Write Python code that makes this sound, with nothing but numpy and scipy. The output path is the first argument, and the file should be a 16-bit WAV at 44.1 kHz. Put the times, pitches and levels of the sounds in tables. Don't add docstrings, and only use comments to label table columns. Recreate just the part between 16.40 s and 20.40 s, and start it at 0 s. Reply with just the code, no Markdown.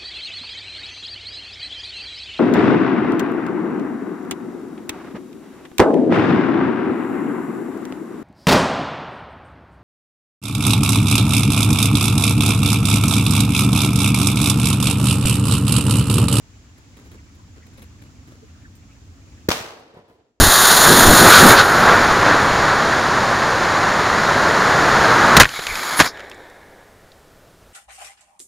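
import sys
import numpy as np
from scipy import signal
from scipy.fft import rfft, irfft
from scipy.io import wavfile
from scipy.ndimage import uniform_filter1d

SR = 44100
rng = np.random.default_rng(int(sys.argv[2]) if len(sys.argv) > 2 else 0)


def digitize_waveform(pressure):
    field = np.atleast_2d(pressure).T
    bounded = np.clip(field, -1, 1)
    quanta = np.round(bounded * 32767).astype(np.int16)
    wavfile.write(sys.argv[1], SR, quanta)


N = 176400

# (time [s], added level [dB])
YARD_SWELL = [(0, -2.5), (.3, -2), (.75, 1), (1.7, 1), (2.6, 0), (3.02, 1.5), (3.3, -5)]
# (pitch [Hz], level [dB])
RUMBLE_TONE = [(20, -24), (35, -11.5), (58, 0), (82, 2), (115, -5), (170, -14.5), (270, -10), (370, -24),
               (600, -32.5), (1500, -52)]
# (pitch [Hz], level [dB])
HISS_TONE = [(200, 8.5), (600, -1), (1100, 1), (2500, -1.5), (4000, -4), (7400, -1), (8200, -15),
             (11000, -18), (13500, -30), (15800, -17.5)]
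# (pitch [Hz], level [dB])
BREEZE_TONE = [(15, -2), (30, 0), (70, -2), (150, -14), (400, -32), (1500, -60)]
# (time [s], pitch [Hz], level before the swell [dB])
CLEAR_CHIRPS = [(.79, 2215, -56.5), (.795, 1440, -59), (1.0, 1000, -56), (1.232, 2060, -57),
                (2.037, 423, -47), (2.256, 1646, -49)]

# (time [s], rub level [dB], creak level [dB], decay [s])
HAND_SLIPS = [(.374, -56, -58, 0.12), (.568, -47, -56.5, 0.31), (.648, -49, -56.5, .2),
              (.714, -46.5, -47.5, 0.055), (.738, -46.5, -59, .1), (.947, -58, -55, .06),
              (1.16, -48.5, -71, 0.14), (1.264, -53, -50.5, .05), (1.331, -50, -58, 0.11),
              (1.373, -47.5, -54.5, 0.25), (1.419, -48.5, -47, 0.086), (1.615, -48.5, -56, 0.23),
              (1.873, -44, -51, 0.076), (1.909, -47.5, -60, 0.28)]
# (pitch [Hz], level [dB])
RUB_TONE = [(80, -10), (200, 6.5), (520, -1), (750, -11.5), (1300, -9.5), (2200, -15), (3200, -21),
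            (7000, -21.5), (15000, -49)]
# (pitch [Hz], level [dB])
CREAK_TONE = [(1000, -12), (2200, 7.5), (3000, -4), (3900, 3.5), (4800, -16), (8500, -15), (9200, 5),
              (9900, -9), (10700, -8), (11400, 1), (13300, -21), (15600, -4.5)]
# (pitch [Hz], level [dB], decay [s])
TICK_NOTES = [(8500, -59, .12), (13300, -56, 0.15), (15400, -62, .1)]

# (time [s], thud level [dB], thud decay [s], leaf level [dB])
BOARD_LANDINGS = [(3.39, -34, .08, -45), (3.469, -42, .3, -60), (3.539, -30.5, 0.17, -50),
                  (3.565, -23.5, 0.18, -54), (3.68, -41, 0.13, -51), (3.697, -33, 0.16, -50.5)]
# (pitch [Hz], level [dB])
THUD_TONE = [(40, -26), (100, 0), (190, 3), (280, -11), (480, 3), (750, -6), (1400, -13), (2500, -22),
             (8000, -47)]
# (pitch [Hz], level [dB])
CRUNCH_TONE = [(500, -14), (2000, 4.5), (6000, -4), (9000, -2), (15800, -7)]
# (pitch [Hz], level relative to the hit [dB], decay [s])
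BOARD_NOTES = [(97, -12, 0.25), (246, -11, 0.4), (453, -8.5, 0.56), (572, -10, .35), (669, -14, .45),
               (725, -12, 0.4), (932, -15.5, 0.41), (1007, -10, 0.36)]

# (time [s], width [s], level [dB])
ECHO_THUMPS = [(3.168, 0.0007, -13), (3.209, 0.0017, -14.5), (3.254, .0009, -21)]
# (pitch [Hz], level [dB])
YARD_TONE = [(30, -12.5), (80, 0.5), (220, -6), (400, -4), (530, 0), (720, 1), (1050, 0.5), (1500, -0.5),
             (2800, -1), (4500, -4), (6600, -6.5), (8000, -11.5), (15800, -16.5)]
# (pitch [Hz], decay [s])
YARD_DECAY = [(80, 0.71), (250, 0.44), (600, 0.91), (1500, .62), (3000, 0.53), (6500, 0.54), (9000, .46),
              (15000, .42)]
# (pitch [Hz], level [dB])
WOODS_TONE = [(40, -20), (100, -8), (170, -12.5), (270, -1), (500, -0.5), (1000, -5), (2000, -11),
              (4500, -14), (7000, -24.5), (9000, -30), (15800, -44)]
# (pitch [Hz], decay [s])
WOODS_DECAY = [(100, 2.74), (400, 2.14), (1000, 1.48), (4000, 1.34), (12000, 1.07)]

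# (time [s], level [dB], decay [s])
SHOT_CRACKS = [(3.1042, 9.5, .009), (3.114, 3, .015), (3.1168, 5.5, .04)]
# (pitch [Hz], level [dB])
CRACK_TONE = [(100, -11), (300, -5.5), (800, -0.5), (1700, 0.5), (3300, -2.5), (6200, -6.5), (8000, -15.5),
              (15800, -20.5)]
# (pitch [Hz], level [dB], decay [s])
TUBE_NOTES = [(89, -4, 0.075), (187, 5, .04), (328, -2, .04), (494, 4, .04)]
# (pitch [Hz], level [dB])
JET_TONE = [(100, -8), (600, 0), (950, -8), (1600, -2), (3000, -10), (5800, -10), (7800, -16.5),
            (13000, -20.5), (15800, -14)]

HAND_LAG_S, BOARD_LAG_S, MUZZLE_LAG_S = -.000252, .00016, -.00014
TICK_S, FIRE_S, SLAP_S = 2.352, 3.0886, 3.114
TIME = np.arange(N) / SR
SIDES = np.array([[1], [-1]])


def gain(db):
    return 10 ** (np.asarray(db) / 20)


def at_pitch(table, hz):
    pitches, values = np.array(table, float).T
    return np.interp(np.log(hz + 1e-3), np.log(pitches), values)


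def noise(tone, lag_s=0, direct=0):
    hz = np.arange(N // 2 + 1) * SR / N
    mid, side, beam = rfft(rng.standard_normal((3, N)))
    alike = .95 / (1 + (hz / 700) ** 3)
    around = (mid * np.sqrt(1 + alike) + SIDES * side * np.sqrt(1 - alike)) / np.sqrt(2)
    aimed = beam * np.exp(-1j * np.pi * hz * lag_s * SIDES)
    spectrum = np.sqrt(1 - direct) * around + np.sqrt(direct) * aimed
    sound = irfft(spectrum * gain(at_pitch(tone, hz)), N)
    return sound / sound.std()


def envelope(start_s, rise_s, decay_s, hold_s=0):
    age = TIME - start_s
    dying = np.exp(-np.log(1000) * np.maximum(age - rise_s - hold_s, 0) / decay_s)
    return np.clip(age / rise_s, 0, 1) * dying


def wobble(rate_hz):
    size = max(int(SR / rate_hz), 2)
    smooth = uniform_filter1d(uniform_filter1d(rng.standard_normal(N), size), size)
    return smooth / smooth.std()


def since(start_s, lag_s):
    return TIME - start_s - SIDES * lag_s / 2


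def pressure_wave(start_s, width_s, lag_s):
    u = since(start_s, lag_s) / width_s
    return -u * np.exp((1 - u ** 2) / 2)


def ring(notes, start_s, lag_s):
    age = np.maximum(since(start_s, lag_s), 0)
    return sum(gain(db) * np.sin(2 * np.pi * hz * age) * np.exp(-np.log(1000) * age / decay)
               for hz, db, decay in notes)


def echo_tail(sound, decays, start_s, rise_s):
    centres = np.geomspace(50, 16000, 12)
    spectrum, log_hz = rfft(sound), np.log(np.arange(N // 2 + 1) * SR / N + 1)
    tail = 0
    for hz, weights in zip(centres, np.eye(12)):
        band = irfft(spectrum * np.interp(log_hz, np.log(centres), weights), N)
        tail += band * envelope(start_s, rise_s, at_pitch(decays, hz))
    return tail


def swell_db():
    return np.interp(TIME, *np.array(YARD_SWELL).T)


def outdoors():
    rumble = gain(-45.5 + swell_db() + .5 * wobble(12)) * noise(RUMBLE_TONE)
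    hiss = gain(-55.5 + .5 * wobble(5.4)) * noise(HISS_TONE)
    breeze = np.array([noise(BREEZE_TONE)[0], noise(BREEZE_TONE)[1]])
    return rumble + hiss + gain(-56) * breeze


def chirps():
    per_second, low_hz, high_hz, width_s = 60, 550.5, 3000, .0087
    faint = [(when * N / SR, low_hz * (high_hz / low_hz) ** height, -67 - 1.5 * np.log(max(luck, .05)))
             for when, height, luck in rng.random((int(per_second * N / SR), 3))]
    wavering_time = np.cumsum(1 + .1 * wobble(500)) / SR
    sound = np.zeros((2, N))
    for peak_s, hz, db in list(CLEAR_CHIRPS) + faint:
        span = slice(*np.searchsorted(TIME, [peak_s - 4 * width_s, peak_s + 4 * width_s]))
        lag = rng.uniform(-.97, 1) * HAND_LAG_S * SIDES
        shape = np.exp(-((TIME[span] - peak_s) / width_s) ** 2 / 2)
        note = np.sqrt(2) * np.sin(2 * np.pi * hz * (wavering_time[span] + lag))
        sound[:, span] += gain(db) * shape * note
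    return sound * gain(swell_db())


def hands():
    grain = gain(3 * wobble(270))
    rub = grain * noise(RUB_TONE, HAND_LAG_S, direct=.32)
    creak = grain * noise(CREAK_TONE, HAND_LAG_S, direct=.54)
    sound = 0
    for start, rub_db, creak_db, decay in HAND_SLIPS:
        sound += gain(rub_db) * rub * envelope(start, rise_s=.009, decay_s=decay)
        sound += gain(creak_db) * creak * envelope(start, rise_s=.0027, decay_s=decay)
    return sound


def metal_tick():
    click = gain(-55) * noise(CRUNCH_TONE) * envelope(TICK_S, rise_s=.0005, decay_s=.025)
    return click + ring(TICK_NOTES, TICK_S, HAND_LAG_S)


def falling_board():
    soil = noise(THUD_TONE, BOARD_LAG_S, direct=.76)
    leaves = noise(CRUNCH_TONE) * gain(4 * wobble(600))
    sound = 0
    for start, thud_db, decay, leaf_db in BOARD_LANDINGS:
        thud = soil * envelope(start, rise_s=.0064, decay_s=decay)
        knock = pressure_wave(start + .0059, width_s=.0012, lag_s=BOARD_LAG_S)
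        sound += gain(thud_db) * (thud + knock + ring(BOARD_NOTES, start, BOARD_LAG_S))
        sound += gain(leaf_db) * leaves * envelope(start, rise_s=.0018, decay_s=.24)
    return sound


def echoes():
    thumps = sum(gain(db) * pressure_wave(start, width, BOARD_LAG_S) for start, width, db in ECHO_THUMPS)
    near = noise(YARD_TONE, BOARD_LAG_S, direct=.14) * gain(1.4 * wobble(400))
    far = noise(WOODS_TONE, BOARD_LAG_S, direct=.15) * gain(1.5 * wobble(60))
    yard = gain(-3) * echo_tail(near, YARD_DECAY, start_s=3.095, rise_s=.018)
    woods = gain(-19.5) * echo_tail(far, WOODS_DECAY, start_s=3.134, rise_s=.055)
    return thumps + yard + woods


def shot_on_board():
    bursts = sum(gain(db) * envelope(start, rise_s=.00023, decay_s=decay)
                 for start, db, decay in SHOT_CRACKS)
    cracks = bursts * noise(CRACK_TONE, BOARD_LAG_S, direct=.6)
    slap = -gain(12) * pressure_wave(SLAP_S, width_s=.00022, lag_s=BOARD_LAG_S)
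    return cracks + slap + gain(-8.5) * ring(BOARD_NOTES, SLAP_S, BOARD_LAG_S)


def cannon():
    width_s = .00052
    first_push = pressure_wave(FIRE_S - .0021, width_s, MUZZLE_LAG_S)
    thump = gain(12.5) * pressure_wave(FIRE_S, width_s, MUZZLE_LAG_S)
    tube = -ring(TUBE_NOTES, FIRE_S, MUZZLE_LAG_S)
    rush = envelope(FIRE_S - .0018, rise_s=.0011, decay_s=.028, hold_s=.0041)
    jet = gain(5) * rush * noise(JET_TONE, MUZZLE_LAG_S, direct=.65)
    return first_push + thump + tube + jet


def scene():
    bang = cannon() + shot_on_board() + echoes()
    return bang + falling_board() + hands() + metal_tick() + outdoors() + chirps()


def record(dry):
    threshold_db, recovery_db_per_s = -13, .5
    fade_start_s, fade_db_per_s = 3.8, 36
    bass_cut = signal.butter(2, 48, "highpass", fs=SR, output="sos")
    treble_cut = signal.ellip(10, .2, 80, 15900, fs=SR, output="sos")
    sound = signal.sosfilt(bass_cut, dry)
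    power = uniform_filter1d(np.mean(sound ** 2, axis=0), int(.013 * SR))
    excess_db = np.maximum(10 * np.log10(np.maximum(power, 1e-12)) - threshold_db, 0)
    recovery_db = recovery_db_per_s * TIME
    turn_down_db = np.maximum.accumulate(excess_db + recovery_db) - recovery_db
    fade_db = fade_db_per_s * np.maximum(TIME - fade_start_s, 0)
    return signal.sosfilt(treble_cut, sound * gain(-turn_down_db - fade_db))


dry = scene()
out = record(dry)
digitize_waveform(out)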